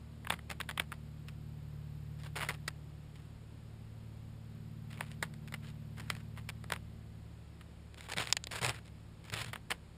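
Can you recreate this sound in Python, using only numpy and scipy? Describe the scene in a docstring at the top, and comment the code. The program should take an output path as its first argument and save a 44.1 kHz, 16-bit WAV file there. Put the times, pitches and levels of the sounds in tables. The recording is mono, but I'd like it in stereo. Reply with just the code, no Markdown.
"""A jay picks up peanuts in the shell from a feeding tray, weighs them and puts them back, very close by.
The hollow shells crack and rattle as they knock, rasp as they slide, and make the tray boom softly.
The bird hops about with ticking claws and short wing beats that rustle and push the air.
One nut falls and bounces with a bright clack. Behind it all are a quiet garden and a far, droning engine."""
import sys
import numpy as np
from scipy import signal
from scipy.fft import rfft, irfft
from scipy.io import wavfile
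from scipy.ndimage import map_coordinates

SR = 44100
rng = np.random.default_rng(int(sys.argv[2]) if len(sys.argv) > 2 else 0)


def dump(signal):
    """Clip the signal to [-1, 1] and save it as 16-bit WAV at the path in sys.argv[1]."""
    limited = np.clip(np.atleast_2d(signal).T, -1, 1)
    pcm = np.round(limited * 32767).astype(np.int16)
    wavfile.write(sys.argv[1], SR, pcm)


N = 439676


def amp(db):
    """Turns decibels into a number to multiply by."""
    return 10 ** (np.asarray(db) / 20)


def unit(x):
    """Scales a sound to an average strength (rms) of 1."""
    return x / np.sqrt(np.mean(x ** 2) + 1e-20)


def add(mix, start, sound):
    """Mixes a sound in at a start time in seconds."""
    part = mix[max(round(start * SR), 0):][:len(sound)]
    part += sound[:len(part)]


def wander(size, rate):
    """A smooth random curve that changes about rate times a second."""
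    at = np.arange(size) * rate / SR
    return map_coordinates(rng.standard_normal(int(at[-1]) + 3), [at], order=2, mode="nearest")


def ring(tones, size, detune, scale=1):
    """A struck thing rings with dying tones, a little different for each spot that is hit."""
    t = np.arange(size) / SR
    shifts = scale * np.exp(detune * rng.standard_normal(len(tones)))
    return sum(amp(db - 60 * t / fade_s) * np.cos(2 * np.pi * hz * shift * t)
               for (hz, db, fade_s), shift in zip(tones, shifts))


def grains(size, per_s, spread_db):
    """Tiny clicks at random moments, of uneven strength."""
    strength = amp(spread_db * np.minimum(rng.exponential(1, size), 3.5))
    return unit(strength * rng.choice([-1, 1], size) * (rng.random(size) < per_s / SR))


def stroke(length_s, rise_s, fall_s):
    """The loudness of a movement: it swells, holds and dies away."""
    t = np.arange(int((length_s + 6 * fall_s) * SR)) / SR
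    return (1 - np.exp(-t / rise_s)) * np.exp(-np.maximum(t - length_s, 0) / fall_s)


# pitches the microphone barely hears: (pitch [Hz], width [Hz], depth [dB])
DEAF_BANDS = [(6020, 420, -18), (12050, 880, -20)]
def shape_tone(x, colour):
    """Gives a sound its tone colour, turns down the deaf bands and scales it to strength 1."""
    f = np.fft.rfftfreq(len(x), 1 / SR)
    dips_db = sum(depth * np.exp(-abs((f - hz) / width) ** 1.4) for hz, width, depth in DEAF_BANDS)
    hz, db = np.transpose(colour)
    colour_db = np.interp(np.log(f + 1), np.log(hz), db)
    return unit(irfft(rfft(x) * amp(dips_db + colour_db), len(x)))


# tone colour of the garden: (pitch [Hz], level [dB])
GARDEN_COLOUR = [(20, -11.5), (40, -2), (58, -3), (90, -2.5), (130, -5), (190, -7), (280, -9), (450, -14.5),
                 (700, -19.5), (1500, -24.5), (3000, -27.5), (7500, -34.5), (13200, -40), (14000, -51)]
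def garden(level_db=-58.0, swell_db=0.1):
    """The garden is a far rumble and a soft, even hiss."""
    loudness = amp(level_db + swell_db * wander(N, 2.665))
    return loudness * shape_tone(rng.standard_normal(N), GARDEN_COLOUR)


# how the engine runs: (time [s], cycle rate [Hz], level [dB])
ENGINE_RUN = [(0.0, 37.65, -55), (1.2, 37.14, -53.5), (2.2, 36.91, -51.5), (3.3, 36.95, -53.5),
              (4.2, 36.97, -52), (5.3, 36.85, -49.5), (6.6, 36.97, -51.5), (7.8, 36.7, -56.5),
              (9.95, 36.19, -60)]
# its tones: (pitch [x cycle rate], level [dB], drift [dB/s], echo strength [x direct sound],
# time between swells [s], time of one swell [s])
ENGINE_TONES = [(2.0, -2, -0.11, 0.43, 9.0, 0.18), (3.0, 0.0, 0.0, 0.25, 2.37, 1.84),
                (4.0, 3, -1.26, 0.45, 3.67, 2.03), (4.5, -12.57, 1.03, 0.12, 2.27, 0.13),
                (6.0, -10, 0.0, 0.46, 5.13, 0.42)]
def engine(waver_db=0.5):
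    """A far engine's low tones stay roughly in step with its firing, so the drone throbs."""
    t = np.arange(N) / SR
    times, cycle_hz, run_db = np.transpose(ENGINE_RUN)
    cycles = np.cumsum(np.interp(t, times, cycle_hz)) / SR + 2 * rng.random()
    drone = np.zeros(N)
    for multiple, db, drift, echo, period, crest in ENGINE_TONES:
        # the tone swells and fades as its echo drifts in and out of step with it
        swell = abs(1 + echo * np.exp(2j * np.pi * (t - crest) / period))
        level = amp(np.interp(t, times, run_db) + db + drift * t + waver_db * wander(N, 5))
        tone = np.cos(2 * np.pi * multiple * cycles + 0.5 * rng.standard_normal())
        drone += np.sqrt(2) * swell * level * tone
    return drone


# borders of a knock's five bands, called body, low middle, high middle, edge and top: (pitch [Hz])
KNOCK_BANDS = [300, 900, 2000, 3500, 8400, 15500]
def knocks(contacts, tones, colour, detune, ring_db, crush_db, crush_s, scatter_db, scatter_s):
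    """Each contact snaps and briefly crushes ridges; the shell rings and things nearby scatter the sound."""
    out = np.zeros(N)
    size, lead, blow = 2048, 128, 256  # samples: whole knock, part before the snap, loud opening
    t = (np.arange(size) - lead) / SR
    bands = [signal.butter(3, edges, "band", fs=SR, output="sos")
             for edges in zip(KNOCK_BANDS, KNOCK_BANDS[1:])]
    crush = amp(crush_db) * np.exp(-abs(t) / np.where(t < 0, 0.7 * crush_s, crush_s))
    scatter = amp(scatter_db) * np.exp(-abs(t) / scatter_s) * (t > 0)
    for time, hz, db, body_db, edge_db, top_db in contacts:
        force = (crush + scatter) * rng.standard_normal(size)
        force[lead] += rng.choice([-1, 1])  # the snap
        ringing = signal.fftconvolve(force, ring(tones, size, detune, scale=hz))[:size]
        sound = shape_tone(force + amp(ring_db) * ringing, colour)
        # the middle leans towards the main pitch; the contact's hardness sets the bands around it
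        upper = np.clip(1 / (1 + (KNOCK_BANDS[2] / hz) ** 5), 0.17, 0.85)
        shares = amp(body_db), np.sqrt(1 - upper), np.sqrt(upper), amp(edge_db), amp(top_db)
        for band, share in zip(bands, shares):
            part = signal.sosfilt(band, sound)
            add(out, time + t[0], amp(db) * share * part / np.std(part[:blow]))
    return out


# beak and shell knock on the tray; body and edge count from the knock's level:
# (time [s], main pitch [Hz], level [dB], hollow body [dB], hard edge [dB], change per rebound [dB])
SHELL_TAPS = [(0.248, 1800, -46.5, -7, -19, -7), (0.271, 1630, -35.5, -16, -27, -30),
              (0.3002, 1700, -34.5, -13, -7, -25), (0.3043, 2100, -24, -6, -32, -22),
              (0.3229, 1300, -34, -2.5, -11, -6.5), (0.3393, 2130, -37.5, -11, -27, -20),
              (0.3909, 1920, -46.5, -13, -25, -20), (0.502, 2550, -38.5, -9, -7, -20),
              (0.5128, 1900, -37, -6, -8.5, -6.5), (0.6025, 1810, -34, -17, -17, -6),
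              (0.6123, 2480, -34, -14, -9, -30), (0.6905, 1680, -34.5, -10.5, -13, -2.5),
              (0.7113, 2020, -39, -8, -8, -20), (0.7768, 2010, -31, -10.5, -17, -13),
              (0.7981, 2580, -24, -25, -29, -22), (0.8012, 2450, -38, 1.5, -7, -18),
              (0.9198, 1390, -36, -11.5, -18, -19), (0.9259, 1260, -38, -19, -23, -25),
              (1.2847, 2670, -46.5, -29, -7.5, -6), (2.3614, 2040, -43, -4, -19, -2),
              (2.3706, 1490, -38, -6, -6.5, -4), (2.4088, 2130, -37, -21, -20, -20),
              (2.4165, 2050, -34.5, -21, -20, -13), (2.4323, 1580, -34.5, -27, -26, -18),
              (2.4495, 2190, -44, -16, -16, -16), (2.4887, 1950, -29.5, -15, -11, -3),
              (2.5418, 2800, -62, -7, 7, -20), (2.6795, 1900, -31.5, -10.5, -4, -5),
              (3.157, 3300, -57.5, -7, -6, -3), (4.93, 2300, -49, -12, -9, -18),
              (5.0084, 1780, -30.5, -6, -18.5, -29), (5.116, 2750, -50, -8, -3, -20),
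              (5.2271, 1560, -28.5, -8, -8, -6.5), (5.3391, 2120, -54, -19, -2, -20),
              (5.4767, 2307, -50, -18, -8, -2), (5.5237, 1590, -44.5, -5, -8, -14),
              (5.5404, 2240, -35.5, -10.5, -11, -6), (5.982, 1420, -50, -8, -8, -13),
              (5.9983, 2024, -46.5, -9, -7.5, -1), (6.1019, 2100, -27, -14, -7.5, -16),
              (6.1513, 2280, -46.5, -11, -8, -21), (6.1666, 2540, -51.5, -3, -7, -15),
              (6.375, 1860, -47.5, -12, -15, -1.5), (6.4902, 2430, -37, -11, -7, -2.5),
              (6.6411, 1530, -46.5, -4, -9, -15), (6.7022, 1780, -36.5, -4, -11, -24),
              (6.7216, 1580, -26, -6, -10.5, -17), (6.736, 2000, -36, -11, -10, -18),
              (6.7618, 1906, -40.5, -13, -19, -20), (7.6111, 1920, -51, -21, -13, -5),
              (9.5322, 2020, -36, -9, -13.5, -3.5), (9.5583, 1760, -37.5, -8.5, -20, -12),
              (9.7064, 1850, -32, -18, -7.5, -5.5), (9.7158, 3030, -29, -9, -10.5, -7)]
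def rattles(graze_s=0.0024, graze_db=-19, rebound_s=0.0044, rebounds=2, top_db=-13):
    """Lists each tap's contacts: a light graze, the blow, then weaker rebounds on other spots."""
    contacts = []
    for time, hz, db, body_db, edge_db, rebound_db in SHELL_TAPS:
        hardness = body_db, edge_db, top_db
        contacts += [(time - graze_s, hz, db + graze_db, *hardness), (time, hz, db, *hardness)]
        for gap, spot in rng.standard_normal((rebounds, 2)):
            time += rebound_s * np.exp(0.15 * gap)
            db += rebound_db
            contacts.append((time, hz * np.exp(0.053 * spot), db, *hardness))
    return contacts


# tones of a shell held by beak or tray: (pitch [x main pitch], level [dB], time to fade 60 dB [s])
HELD_SHELL_TONES = [(.62, -6, .006), (1, 0, .007), (1.4, -4, .005), (2.1, -11, .004)]
# tone colour of a shell's brittle snap: (pitch [Hz], level [dB])
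SNAP_COLOUR = [(300, -10), (420, -1.5), (800, -0.5), (1300, 8), (2600, -0.5), (4500, -3.5), (5300, -1.5),
               (7500, -6), (9800, 0), (14200, -3), (15200, -10)]
def shells(gain_db=-3):
    """A held peanut cannot ring long, so it gives a dry crack. Claws and nudged shells tick alike."""
    contacts = rattles() + claws()
    contacts += nudges(SHELL_DRAGS, above_db=1, spread_db=6, hz=1950, body_db=-11, edge_db=-16, count=4)
    contacts += nudges(WING_BEATS, above_db=2.5, spread_db=7.5, hz=2300, body_db=-12, edge_db=-2, count=3)
    return amp(gain_db) * knocks(contacts, HELD_SHELL_TONES, SNAP_COLOUR, detune=0.036, ring_db=-25,
                                 crush_db=-17, crush_s=0.0011, scatter_db=-32.5, scatter_s=0.0039)


# tones of the tray: (pitch [Hz], level [dB], time to fade 60 dB [s])
TRAY_TONES = [(88, -9, .12), (168, 0, .2), (402, -14, .08), (565, -20, .04)]
def tray(knock_db=-17, hop_db=2, strong_beat_db=-46, lag_s=0.00647):
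    """The tray booms softly under each tap, and when the bird pushes off with a strong wing beat."""
    out = np.zeros(N)
    blows = [(time, db + knock_db) for time, _, db, *_ in SHELL_TAPS]
    blows += [(start + lag_s, db + hop_db) for start, _, db, _ in WING_BEATS if db > strong_beat_db]
    for time, db in blows:
        add(out, time, amp(db) * ring(TRAY_TONES, size=12000, detune=0.0045))
    return out


# shells dragged over the tray and each other: (start [s], end [s], level [dB])
SHELL_DRAGS = [(0.304, 0.342, -49.5), (0.495, 0.52, -49.5), (1.273, 1.306, -71), (2.356, 2.445, -42.5),
               (2.458, 2.548, -55), (2.488, 2.51, -44.5), (4.972, 5.047, -56.5), (5.231, 5.243, -49.5),
               (5.968, 6.025, -56.5), (6.363, 6.4, -58.5), (6.711, 6.769, -61), (9.701, 9.727, -44)]
# tone colour of their rasp: (pitch [Hz], level [dB])
RASP_COLOUR = [(150, -10), (400, 4.5), (900, 5), (1500, 2), (2400, 0.5), (3500, -3.5), (5000, -7),
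               (7500, -10.5), (9700, -7), (14400, -14), (15500, -34)]
def scrapes(gain_db=-1, judder_db=1, ring_db=-27, shell_hz=1950, slide_s=0.02, slide_db=-26):
    """A ridged shell slides in tiny catches that make it ring. Every tap also ends in a short slide."""
    out = np.zeros(N)
    slides = [(time, time + slide_s, db + slide_db) for time, _, db, *_ in SHELL_TAPS]
    for start, end, db in list(SHELL_DRAGS) + slides:
        push = stroke(end - start, rise_s=0.0004, fall_s=0.013)
        size = len(push)
        slips = grains(size, per_s=2500, spread_db=7.5) * amp(-judder_db * wander(size, 203))
        shell = ring(HELD_SHELL_TONES, size=512, detune=0.1, scale=shell_hz)
        ringing = amp(ring_db) * signal.fftconvolve(slips, shell)[:size]
        add(out, start, amp(db + gain_db) * push * shape_tone(slips + ringing, RASP_COLOUR))
    return out


def nudges(movements, above_db, spread_db, hz, body_db, edge_db, count, top_db=-13):
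    """Lists the loose shells each movement bumps at random moments; stronger moves bump harder."""
    contacts = []
    for start, end, db, *_ in movements:
        for moment, spot, force in rng.random((count, 3)):
            time = start + (end - start) * moment
            level_db = db + above_db + spread_db * (force - 0.5)
            contacts.append((time, hz * 2 ** (spot - 0.5), level_db, body_db, edge_db, top_db))
    return contacts


# wing beats and feather shuffles: (start [s], end [s], rustle [dB], push of air [dB])
WING_BEATS = [(2.189, 2.217, -65, -75), (2.233, 2.278, -58, -62), (3.136, 3.26, -76, -81),
              (4.901, 4.96, -64, -75), (5.059, 5.137, -65.5, -75), (5.623, 5.705, -63.5, -66),
              (6.036, 6.212, -66, -66), (7.972, 8.068, -61, -67), (8.085, 8.136, -49.5, -75),
              (8.163, 8.236, -42.5, -52), (8.245, 8.308, -53.5, -52), (8.508, 8.588, -47, -55),
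              (8.612, 8.704, -41, -41), (8.702, 8.784, -57.5, -55), (8.849, 8.879, -65, -70),
              (9.235, 9.328, -64.5, -63), (9.32, 9.423, -45.5, -46.5), (9.429, 9.503, -57.5, -48.5)]
# tone colour of rustling feathers: (pitch [Hz], level [dB])
FEATHER_COLOUR = [(50, -44), (100, -12.5), (250, -5.5), (400, 1.5), (900, 0), (1600, 1), (3400, -2),
                  (5000, -10.5), (7500, -11.5), (10000, -12.5), (14400, -17.5), (15400, -39)]
# tone colour of the puff of air: (pitch [Hz], level [dB])
PUFF_COLOUR = [(20, -24), (55, -3), (90, 6), (125, 18), (180, -12), (300, -14), (800, -67)]
def wings(rustle_gain_db=3.5, air_gain_db=-1, flutter_db=3.5, fullness=0.14):
    """Feathers brush over each other while the wing pushes air at the microphone."""
    out = np.zeros(N)
    hz, colour_db = np.transpose(FEATHER_COLOUR)
    for start, end, rustle_db, air_db in WING_BEATS:
        beat = stroke(end - start, rise_s=0.0034, fall_s=0.01)
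        size = len(beat)
        # a gentle shuffle is thin, a strong beat is full; no two have quite the same colour
        low_db = fullness * (rustle_db + 45) * (hz < 1200)
        lumps_db = 1.5 * rng.standard_normal(len(hz))
        colour = np.column_stack([hz, colour_db + low_db + lumps_db])
        brushing = grains(size, per_s=3000, spread_db=1.5) * amp(flutter_db * wander(size, 114))
        rustle = amp(rustle_db + rustle_gain_db) * shape_tone(brushing, colour)
        air = amp(air_db + air_gain_db) * shape_tone(rng.standard_normal(size), PUFF_COLOUR)
        add(out, start, beat * (rustle + air))
    return out


# claws tick on the tray: (time [s], level [dB])
CLAW_TICKS = [(7.944, -51), (8.0083, -45.5), (8.1248, -39.5), (8.1359, -37.5), (8.1835, -30), (8.23, -44),
              (8.2726, -36.5), (8.302, -43), (8.5134, -43), (8.5874, -43), (8.6165, -38), (8.6474, -28.5),
              (8.664, -31), (8.6940, -30), (8.7633, -54), (9.3002, -44), (9.3392, -34), (9.3948, -45),
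              (9.446, -42)]
def claws(hz=2500, body_db=-11, edge_db=-4, top_db=-15.5):
    """Lists the contacts of claws catching the tray as the bird shifts and hops."""
    return [(time, hz, db, body_db, edge_db, top_db) for time, db in CLAW_TICKS]


# a dropped nut bounces; body, edge and top count from the bounce's level:
# (time [s], main pitch [Hz], level [dB], hollow body [dB], hard edge [dB], crisp top [dB])
NUT_BOUNCES = [(8.3262, 3850, -31.5, -17.5, 4, -12), (8.3684, 3840, -37.5, -13.5, -1.5, -11.5),
               (8.4404, 3660, -50.5, -18, 4.5, -23), (8.4705, 3830, -46.5, -8.5, -6, -10)]
# tones of a nut that rings freely: (pitch [x main pitch], level [dB], time to fade 60 dB [s])
FREE_NUT_TONES = [(.39, -9, .011), (.68, -5, .016), (.88, -5, .015), (1, -1, .016), (1.07, -3, .014),
                  (1.25, -1, .014), (1.35, 1, .013), (1.8, -4, .013), (2.02, -11, .016)]
# tone colour of its hard landing: (pitch [Hz], level [dB])
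SMACK_COLOUR = [(400, -9), (2500, -10.5), (4000, -6.5), (5200, 0.5), (7000, 2), (8200, -5.5), (10000, -7),
                (12000, -26), (14700, -4), (15400, -36)]
def falling_nut(gain_db=4.5):
    """A loose peanut clacks brighter and rings longer than a held one."""
    return amp(gain_db) * knocks(NUT_BOUNCES, FREE_NUT_TONES, SMACK_COLOUR, detune=0.015, ring_db=-33,
                                 crush_db=-17, crush_s=0.0005, scatter_db=-26, scatter_s=0.003)


def scene():
    """Everything reaches one microphone, so left and right are alike."""
    mono = shells() + falling_nut() + scrapes() + wings() + tray() + engine() + garden()
    return np.array([mono, mono])


def record(dry):
    """The camera leaks a faint copy of the bass as a thin whine near 12 kHz, and cuts the highest treble."""
    bass_hz, whine_hz, cut_hz = 450, 12000, 15500
    bass = signal.sosfilt(signal.butter(2, bass_hz, fs=SR, output="sos"), dry)
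    high_tone = np.cos(2 * np.pi * whine_hz * np.arange(N) / SR)
    whine = amp(2.5) * np.gradient(bass, axis=1) * high_tone
    treble_cut = signal.firwin(161, cut_hz, window=("kaiser", 9), fs=SR)
    return signal.oaconvolve(dry + whine, treble_cut[None], "same", axes=1)


dry = scene()
out = record(dry)
dump(out)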